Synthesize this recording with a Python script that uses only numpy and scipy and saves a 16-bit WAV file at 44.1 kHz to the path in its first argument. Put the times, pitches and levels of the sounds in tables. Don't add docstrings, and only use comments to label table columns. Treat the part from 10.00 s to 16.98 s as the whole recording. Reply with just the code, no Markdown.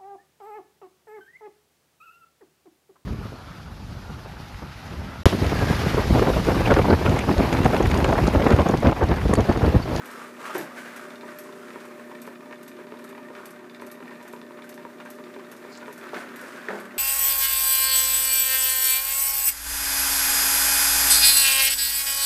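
import sys
import numpy as np
from scipy import signal
from scipy.io import wavfile
from scipy.ndimage import uniform_filter1d

SR = 44100
rng = np.random.default_rng(int(sys.argv[2]) if len(sys.argv) > 2 else 0)


def undo_db(level):
    steps = np.asarray(level, float) / 20
    return 10 ** steps


def generate_wav(sig):
    pcm = np.round(np.clip(np.atleast_2d(sig).T, -1, 1) * 32767).astype(np.int16)
    wavfile.write(sys.argv[1], SR, pcm)


N = 307818

TEETH = 8
# (time [s], tooth before [dB], tight tooth [dB], tooth after [dB])
SPROCKET_TURNS = [(0.1116, -37.5, -41.5, -78), (0.5483, -72, -37, -70), (0.9628, -70, -38, -64.5),
                  (1.387, -79, -32.5, -50), (1.803, -72, -52, -50.5), (2.2174, -70, -38, -45),
                  (2.6295, -70, -43, -39.5), (3.041, -52, -43.5, -45.5), (3.456, -72, -34.5, -43),
                  (3.8653, -47, -43, -37), (4.278, -50, -43, -44), (4.6916, -51, -37, -46),
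                  (5.1022, -51, -37, -53), (5.5154, -70, -39.5, -48), (5.927, -56, -38.5, -42),
                  (6.3593, -70, -37, -42), (6.7995, -68, -40.5, -51)]


def read(points, hz):
    f, value = np.transpose(points)
    return np.interp(np.log(hz + 1), np.log(f + 1), value)


def evened(x):
    return x / np.sqrt(np.mean(x ** 2) + 1e-20)


def drift(rate_hz):
    t = np.arange(0, N + 256, 256) / SR
    rates = rate_hz * np.geomspace(.05, 1, num=24)
    waves = sum(np.sin(2 * np.pi * (f * t + rng.random())) / np.sqrt(f) for f in rates)
    return np.interp(np.arange(N) / SR, t, evened(waves))


def ring(x, hz, width):
    r = np.exp(-np.pi * width / SR)
    return 2 * signal.lfilter([1 - r], [1, -r * np.exp(2j * np.pi * hz / SR)], x).real


def resonate(x, hz, width):
    turn = np.exp(2j * np.pi * np.cumsum(hz * np.ones(len(x))) / SR)
    r = np.exp(-np.pi * width / SR)
    return 2 * (turn * signal.lfilter([1 - r], [1, -r], x / turn + 1e-18)).real


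def band(x, lo_hz, hi_hz):
    return evened(signal.sosfilt(signal.butter(2, [lo_hz, hi_hz], "band", fs=SR, output="sos"), x))


def struck(rows, share, modes, rattle_s, rough=1):
    s, db, rel_db = np.transpose(rows)
    blows = np.zeros(N)
    blows[(s * SR).astype(int)] = undo_db(db + share * rel_db)
    fade = np.exp(-np.arange(2000) / (rattle_s * SR))
    rattle = signal.oaconvolve(blows, fade / np.linalg.norm(fade))[:N] * rng.standard_normal(N)
    contact = (1 - rough) * blows + rough * rattle
    out = np.zeros(N)
    for hz, width, db in modes:
        rung = ring(ring(contact, hz, width), hz, 3 * width)
        out += undo_db(db) * rung * SR / (2 * np.pi * width)
    return out


def room(x):
    # (frequency [Hz], t60 [s])
    decay = [(200, 0.34), (1500, 0.11), (12000, 0.19)]
    out = np.zeros(N)
    turn = 2 * np.pi * 1.3 * np.arange(N) / SR
    for k in range(3):
        taps = np.zeros(SR // 2)
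        at = np.arange(200, len(taps) - 20, 20)
        taps[at + rng.integers(0, 20, len(at))] = rng.choice([-1., 1.], len(at))
        hz, t, z = signal.stft(taps, SR, nperseg=256)
        tail = signal.istft(z * undo_db(-60 * t / read(decay, hz)[:, None]), SR, nperseg=256)[1]
        share = np.sqrt(2 / 3) * np.cos(turn + k * np.pi / 3)
        out += signal.fftconvolve(x * share, tail / np.linalg.norm(tail))[:N]
    return out


def motor():
    mains_hz, shaft_hz = 120.04, 28.87
    tones = [(0, 3), (0, 4), (1, 0), (0, 5), (1, 1), (0, 6), (1, 2), (0, 7), (1, 3), (2, 0), (0, 9), (2, 1),
             (0, 10), (0, 11), (2, 4), (3, 0), (3, 1), (4, 0), (5, 0), (6, 0)]
    tones_db = [-107, -82, -70.5, -72.5, -71, -64.5, -68.5, -101, -63, -50, -62, -64, -68, -60.5, -57.5,
                -57, -60, -99, -53.5, -71.5]
    frame_hz = [175, 205, 238, 266, 314, 353, 395, 425, 500, 600, 965, 1066, 1203, 1378, 1545, 1790]
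    # (width [Hz], level [dB])
    frame = [(10.3, -72), (9.7, -69), (20.5, -56.5), (13.5, -56.5), (14.9, -70), (16.9, -64.5),
             (16.3, -54.5), (26, -72.5), (62, -68), (51, -58), (49, -63.5), (37.5, -63.5), (53.5, -60),
             (25, -85), (37.4, -64), (72.5, -61)]
    # (time [s], level [dB])
    upper_swell = [(0, -11), (.15, -2), (.4, -6), (.7, -2), (1.2, 2.5), (2.6, 1), (3.3, -0.5), (4.3, 0.5),
                   (4.95, 2.5), (5.45, 2.5), (5.8, -1.5), (6.1, -1), (6.25, -9), (6.45, 1), (6.65, -2), (6.98, -1)]
    t = np.arange(N) / SR
    shaft = np.cumsum(shaft_hz * (1 + .0006 * drift(2))) / SR
    upper_swell_db = np.interp(t, *np.transpose(upper_swell))
    out = np.zeros(N)
    for (m, k), db in zip(tones, tones_db):
        turns = m * mains_hz * t + k * shaft + rng.random()
        waver = drift(22)
        if m > 2:
            sway_db = upper_swell_db + (3.5 if m == 3 else 1.8) * waver
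        else:
            sway_db = .8 * waver
        out += np.sqrt(2) * undo_db(db + sway_db) * np.sin(2 * np.pi * turns)
    shake = rng.standard_normal(N) * (1 + .3 * np.cos(2 * np.pi * shaft))
    for hz, (width, db) in zip(frame_hz, frame):
        out += undo_db(db + 2.0 * drift(8.3)) * evened(ring(ring(shake, hz, width), hz, 3 * width))
    return out


def whirr():
    # (frequency [Hz], level [dB per Hz])
    spectrum = [(20, -70), (100, -39), (180, -23.5), (400, -4), (640, -12), (700, -15.5), (950, -15),
                (1800, -14.5), (2400, -18.5), (3000, -25.5), (5000, -29.5), (12000, -33), (13200, -33.5),
                (15500, -36)]
    # (frequency [Hz], depth [dB])
    catch = [(500, 0), (900, 2.3), (2500, 2.3), (5000, .6)]
    frames, hz = N // 128 + 5, np.fft.rfftfreq(512, 1 / SR)
    a, b, patches = rng.standard_normal((frames, 257, 3)).T
    patches = uniform_filter1d(patches, size=8, axis=0)
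    patches = evened(uniform_filter1d(patches, size=7, axis=1))
    gaps = evened(uniform_filter1d(patches[:40].mean(axis=0), size=3))
    db = read(spectrum, hz)[:, None] + .9 * patches + read(catch, hz)[:, None] * gaps
    noise = signal.istft((a + 1j * b) * undo_db(db), nperseg=512, noverlap=384)[1][:N]
    return undo_db(-51 + 1.1 * drift(1.78)) * evened(noise)


def rollers():
    link_hz = 19.395
    # (share of a link pitch, level [dB])
    landings = [(.1, 0), (.44, -4), (.7, 0)]
    # (frequency [Hz], width [Hz], level [dB])
    casing = [(965, 140, -3), (1200, 250, -1), (1380, 90, -5), (1550, 220, -1), (1790, 200, 0),
              (2280, 250, -4), (3470, 300, -11)]
    # (time [s], level [dB])
    tension = [(1.1, -48), (1.66, -50), (1.93, -62), (2.79, -52.5), (3.34, -47), (3.72, -54), (3.99, -45),
               (4.28, -46), (4.43, -66), (4.62, -51), (4.74, -61), (5.02, -46), (5.15, -56), (5.86, -44),
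               (6.0, -61)]
    link = np.arange(int(N / SR * link_hz) - 1)[:, None]
    place, db = np.transpose(landings)
    late, luck = rng.standard_normal((len(link), len(landings), 2)).T
    seated_s = (link + place + .02 * late.T) / link_hz
    seated_db = db + 4 * np.minimum(luck.T, 1.3)
    loose_s = rng.uniform(0, N / SR - .01, 900)
    loose_db = -16 + 4.5 * np.minimum(rng.exponential(1, 900), 3.5)
    s = np.r_[seated_s.ravel(), loose_s]
    rows = np.c_[s, np.r_[seated_db.ravel(), loose_db], np.zeros(len(s))]
    taps = struck(rows, 0, casing, .0015, .6)
    return undo_db(-9.0 + np.interp(np.arange(N) / SR, *np.transpose(tension))) * evened(taps)


def slaps():
    # (time [s], peak level [dB], ring [Hz])
    hits = [(1.105, -39, 1180), (1.287, -31.5, 1530), (1.49, -35, 1060), (1.632, -39, 1380),
            (1.91, -36, 1190), (1.995, -36, 1060), (2.096, -53, 900), (2.115, -33.5, 1080),
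            (2.407, -43, 950), (2.457, -36, 920), (2.529, -33.5, 1540), (2.869, -36, 965), (2.92, -36, 990),
            (5.363, -33, 934), (2.94, -32.5, 1030), (2.993, -34.5, 1470), (3.046, -36, 1340),
            (3.091, -49, 1870), (3.149, -39, 1920), (3.178, -34, 974), (3.23, -40, 1780),
            (3.283, -37.5, 970), (3.56, -33.5, 1550), (3.593, -38.5, 980), (3.642, -37, 990),
            (3.799, -33.5, 990), (4.111, -35, 1010), (4.588, -33, 1060), (4.642, -35.5, 1550),
            (4.695, -39, 1100), (4.934, -45, 1480), (5.001, -31.5, 1430), (5.059, -33, 1580),
            (5.238, -47, 895), (5.394, -33, 1060), (5.701, -48, 1780), (5.828, -32.5, 1510),
            (0.694, -35, 927), (4.777, -34, 930), (6.808, -33.5, 1535), (6.855, -34, 1190),
            (6.856, -41, 1810), (6.908, -34, 1930), (6.943, -35, 980), (6.58, -35, 1460),
            (6.585, -47, 2250)]
    t60 = 0.038
    out, t = np.zeros(N + SR), np.arange(3000) / SR
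    for s, db, hz in hits:
        grit = band(rng.standard_normal(len(t)), 700, 1950)
        neighbour = np.sin(2 * np.pi * 1.37 * hz * t) * undo_db(-60 * t / t60)
        tone = np.sin(2 * np.pi * hz * t) + .5 * neighbour
        swell = undo_db(db - 4 - 60 * t / t60) * (1 - np.exp(-t / 0.00079))
        out[round(s * SR):][:len(t)] += swell * (tone + 0.67 * grit)
    return out[:N]


def links():
    seat = .67
    s = np.transpose(SPROCKET_TURNS)[0]
    at = np.interp(np.arange(TEETH * (len(s) - 1)) + seat, TEETH * np.arange(len(s)), s)
    late, luck, low = rng.standard_normal((len(at), 3)).T
    return np.c_[at + .0015 * late, -43.5 + 3.5 * luck, -1.5 + 3 * low]


def teeth():
    # (time [s], level [dB])
    jolt = (.5796, -26)
    s, *db = np.transpose(SPROCKET_TURNS)
    pitch_s = np.gradient(s) / TEETH
    at = np.r_[s - pitch_s, s, s + .96 * pitch_s, jolt[0]]
    db = np.r_[np.ravel(db), jolt[1]]
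    return np.c_[at, db, -10 - 0.46 * (db + 38)]


def chain():
    # (time [s], peak level [dB], share of the lower ring [dB])
    hard_ticks = [(.166, -39, -6), (.5502, -27, 0), (.612, -32, 12), (1.106, -32, -15), (1.1573, -33, 2),
                  (1.2103, -31.5, -6), (1.705, -39.5, 14), (1.8033, -37, -8), (2.357, -40.5, 9),
                  (2.5265, -39, 15), (2.6638, -42, -13), (2.716, -39, 10), (2.8689, -41, -20),
                  (3.3518, -35.5, 10.5), (3.698, -35, -13), (3.7475, -32, 1), (3.9042, -47.5, 16),
                  (4.1091, -37, -2), (4.6215, -37, 1), (4.7262, -38, 3), (4.777, -40, 4), (5.002, -36, 2),
                  (5.24, -33.5, -20), (5.3408, -35.5, -7), (5.7526, -30, -7), (6.092, -32, -4),
                  (6.137, -40, -12), (6.1447, -25, -8), (6.181, -30, -1), (6.789, -35, 4)]
    # (time [s], peak level [dB], share of the lower ring [dB])
    light_ticks = [(1.3159, -51, -1), (1.6841, -43.5, -1), (1.7365, -43, -1), (2.1534, -42.5, 12),
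                   (2.2543, -50, -4), (2.4076, -52, 17), (2.7676, -44, -4), (2.9724, -40, -1),
                   (3.1787, -44, 13), (3.2301, -44, -6), (3.3333, -60, -2), (3.5604, -48, -4),
                   (3.6436, -63, -4), (3.7993, -68, -2), (4.213, -43, 2), (4.4687, -55, -4),
                   (4.5211, -46, -6), (4.5725, -43, -9), (4.8279, -46, 6), (4.9831, -62, -4),
                   (5.0878, -56, -1), (5.291, -56, -7), (5.4465, -48, 1.5), (5.6496, -59, -4),
                   (5.8048, -42, -1), (5.8591, -41, 8), (5.9105, -47, -2), (5.9614, -47, -2),
                   (6.013, -39, 2), (6.2906, -38, -4), (6.346, -51, -4)]
    # (time [s], peak level [dB], share of the table [dB])
    shaft_knocks = [
        (1.233, -37.5, 1),
        (1.759, -34, -3),
        (2.276, -34, 1),
        (2.79, -42, 4),
        (3.303, -40, 5.5),
        (3.821, -32, -1),
        (4.336, -33.5, -3.5),
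        (4.851, -32.5, -4),
        (5.363, -40, 4.5),
        (5.881, -32.5, 2),
    ]
    # (time [s], peak level [dB])
    clunks = [(1.288, -54), (1.527, -42.5), (1.996, -40), (2.097, -46), (2.15, -41.5), (2.51, -39),
              (2.868, -51), (2.922, -34), (2.991, -46), (3.129, -41), (3.179, -59), (3.403, -42.5),
              (3.642, -56), (4.005, -39.5), (4.212, -41), (4.417, -44), (4.508, -41), (4.573, -56),
              (5.053, -41), (5.187, -39.5), (5.649, -40), (5.826, -41), (5.86, -46)]
    # (frequency [Hz], width [Hz], level [dB])
    tick_high = [(2300, 500, -1), (2850, 600, -1), (3480, 310, -2.5), (3950, 500, -6), (4600, 900, -12),
                 (6300, 2500, -17)]
    # (frequency [Hz], width [Hz], level [dB])
    tick_low = [(1380, 200, -3), (1790, 250, 0), (2250, 300, -3)]
    # (frequency [Hz], width [Hz], level [dB])
    knock_ring = [(960, 90, 0), (1150, 250, -7), (1100, 1100, 1)]
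    # (frequency [Hz], width [Hz], level [dB])
    knock_table = [(390, 100, -1), (500, 160, -3)]
    blows = np.r_[shaft_knocks, np.c_[clunks, np.zeros(len(clunks))]]
    snap_ticks = teeth()[:-1] * [1, 1, 0] + [0, -3.5, 5]
    seats = np.r_[hard_ticks, np.add(light_ticks, [0, 3, 0]), links(), snap_ticks]
    jarred = np.r_[seats, blows * [1, 1, 0] + [0, -1, 0]]
    ticks = undo_db(-1) * struck(seats, 0, tick_high, .004, .4)
    ticks += undo_db(-3) * struck(jarred, 1, tick_low, .004, .4)
    knocks = undo_db(4.5) * struck(blows, 0, knock_ring, .001, .15)
    knocks += undo_db(5) * struck(blows, 1, knock_table, .001, .15)
    knocks = signal.sosfilt(signal.butter(2, 2000, fs=SR, output="sos"), knocks)
    return ticks - knocks + slaps() + rollers()


def sprocket():
    # (frequency [Hz], width [Hz], level [dB])
    snap_high = [(11140, 770, -6), (11700, 380, -1), (12030, 400, -8), (12380, 310, -3), (13900, 900, -24)]
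    # (frequency [Hz], width [Hz], level [dB])
    snap_mid = [(2700, 900, -9), (3700, 1000, -7), (4600, 1200, -4), (5600, 1200, -2), (6470, 1000, -4),
                (7700, 1500, 0), (9000, 1500, -1)]
    rows = teeth()
    fizz = undo_db(3.5) * struck(rows, 0, snap_high, 0.0082, 0.86)
    return fizz + undo_db(12.5) * struck(rows, 0.94, snap_mid, 0.012, 0.93)


def wool():
    # (peak time [s], level [dB], rise [s], fall [dB per s], scrape resonance [Hz])
    drags = [(.21, -41, 0.44, 96, 1280), (.4, -40.5, 0.018, 20, 1150), (.464, -33.5, 0.057, 64, 1200),
             (0.563, -35.5, 0.1, 90, 1620), (0.779, -37, 0.032, 147, 1520), (.87, -41.5, 0.27, 44, 1500),
             (.965, -40, 0.012, 90, 1410), (1.03, -43, .05, 80, 1450), (1.276, -47.5, 0.061, 34, 1390),
             (1.864, -48, 1, 604, 1340), (3.364, -46, 0.034, 45, 1190), (6.04, -41.5, 0.028, 70, 1400),
             (6.15, -36, 0.02, 98, 1570), (6.2, -38, 0.13, 122, 1410), (6.42, -43.5, 0.57, -1, 1470),
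             (6.57, -42.5, 0.17, 90, 1550), (6.684, -39, .006, 40, 1480), (6.84, -47, 0.11, 110, 1500)]
    # (middle time [s], level [dB], half length [s])
    brushes = [(0.183, -61, 0.16), (0.472, -62, 0.08), (0.555, -49, .015), (0.622, -51, 0.028),
               (0.805, -59.5, 0.065), (0.997, -67, 0.09), (1.414, -64.5, 0.5), (3.4, -80, .1),
               (6.08, -75, .05), (6.14, -64, 0.0089), (6.202, -61, 0.033), (6.49, -61, 0.11),
               (6.772, -66, 0.077)]
    # (time [s], level [dB], centre [Hz])
    tuft = [
        [(5.7, -66, 4560), (5.722, -57, 4600), (5.73, -45, 4550)],
        [(5.73, -54, 4700), (5.78, -57, 5160), (5.785, -59, 4920)],
    ]
    # (time [s], level [dB], unused share [dB])
    tuft_snap = [
        (5.7743, -33.5, 0),
    ]
    t = np.arange(N) / SR
    s, peak_db, rise_s, fall_db, stroke_hz = np.transpose(drags)[:, :, None]
    strokes = peak_db + np.minimum(11.5 * (t - s) / rise_s, fall_db * (s - t))
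    lift_db = 5.5 * np.clip((t - 6.8) / 0.073, 0, 1)
    drag_db = strokes.max(axis=0) - lift_db
    scrape_hz = uniform_filter1d(stroke_hz[strokes.argmax(axis=0), 0], size=1500)

    grain = evened(uniform_filter1d(rng.standard_normal(N), size=130))
    slips = rng.standard_normal(N) * undo_db(1.8 * grain)
    squeal = evened(resonate(slips, scrape_hz, 120)) + 0.3 * evened(ring(slips, 2050, 134))
    body = 1.05 * evened(resonate(slips, scrape_hz, 470)) + 1.18 * band(slips, 770, 1760)
    scrape = evened(0.41 * squeal + body)
    rumble = undo_db(-10.5) * band(slips, 434, 860)
    swells = sum(undo_db(db) * np.exp(-((t - at) / half) ** 2) for at, db, half in brushes)
    hiss = swells * band(slips, 800, 11000)

    s, db, hz = np.vstack(tuft).T
    centre_hz = np.interp(t, s, hz)
    pull = evened(resonate(band(rng.standard_normal(N), 4100, 5400), centre_hz, 1300))
    pull += 0.42 * band(slips, 5800, 7800)
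    tearing = undo_db(np.interp(t, s, db, -120, -120)) * pull
    snap_modes = [(6900, 690, 3.0), (5900, 700, -4), (4600, 800, -6)]  # Hz, width Hz, dB
    snap = struck(tuft_snap, 0, snap_modes, 0.0014)
    return undo_db(drag_db) * (scrape + rumble) + hiss + tearing + snap


def bumps():
    # (time [s], peak level [dB], low ring [Hz], share of the high ring [dB], high ring [Hz])
    hits = [(0.5486, -15.5, 368, -11, 1570), (.554, -20, 385, -9, 920), (0.569, -23, 333, -26, 1070),
            (.576, -22, 368, -18, 1100), (0.611, -32, 333, -6, 970), (.632, -32.5, 290, -20, 1200),
            (4.021, -31.5, 278, -29, 1130), (6.13, -18.5, 620, -21, 850), (6.13, -23.5, 423, -23, 1350),
            (6.141, -25, 434, -16, 1630), (6.161, -26.5, 349, -9, 1450), (6.422, -30.5, 520, -8, 1100),
            (6.683, -21.5, 407, 1.5, 1720), (6.689, -28.5, 480, 3, 1210), (6.702, -19.5, 568, -6, 1730),
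            (6.728, -22.5, 416, -8, 1610), (6.747, -26, 386, -14, 1700), (6.781, -34, 400, -6, 810),
            (6.962, -32, 404, -18, 1000)]
    # (time [s], peak level [dB], frequency [Hz], t60 [s])
    booms = [
        (0.577, -39.5, 147, 0.25),
        (0.602, -38, 212, 0.33),
        (4.019, -34, 170, 0.076),
        (6.143, -38, 194, 0.21),
        (6.692, -34, 204.6, 0.51),
    ]
    out, t = np.zeros(N + SR), np.arange(SR // 2) / SR
    for s, db, low_hz, rel_db, high_hz in hits:
        t60 = 17.4 / low_hz
        shudder = undo_db(-21 - 60 * t / 0.4) * band(rng.standard_normal(len(t)), 490, 835)
        low = np.sin(2 * np.pi * low_hz * t * (1 - t))
        low += .3 * band(rng.standard_normal(len(t)), 500, 1200)
        low *= undo_db(-60 * t / t60) * (1 - np.exp(-t / 0.0019))
        rough = evened(ring(ring(rng.standard_normal(len(t)), high_hz, 170), high_hz, 1400))
        first_ring = np.sin(2 * np.pi * high_hz * t) * undo_db(-90 * t / t60)
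        crunch = .6 * rough + first_ring
        crunch *= undo_db(rel_db - 60 * t / t60) * (1 - np.exp(-t / 0.00042))
        out[round((s + .002) * SR):][:len(t)] += undo_db(db) * (low + crunch + shudder)
    for s, db, hz, t60 in booms:
        swell = undo_db(db - 60 * t / t60) * (1 - np.exp(-t / 0.013))
        out[round(s * SR):][:len(t)] += swell * np.sin(2 * np.pi * hz * t)
    return out[:N]


def scene():
    drive, snaps = chain(), sprocket()
    hands = bumps() + wool()
    wet = room(undo_db(-2.5) * drive + undo_db(-5.0) * snaps + undo_db(-6.5) * hands)
    return (motor() + whirr() + drive + snaps + hands + wet)[None]


def band_limit(x):
    return signal.sosfilt(signal.butter(12, 16160, fs=SR, output="sos"), x)


def record(dry):
    thin = signal.sosfilt(signal.butter(2, 90, "high", fs=SR, output="sos"), dry)
    edge = signal.firwin(401, 15350, window=("kaiser", 7), fs=SR)
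    mix = signal.oaconvolve(thin, edge[None], "same")
    return band_limit(mix)


dry = scene()
out = record(dry)
generate_wav(out)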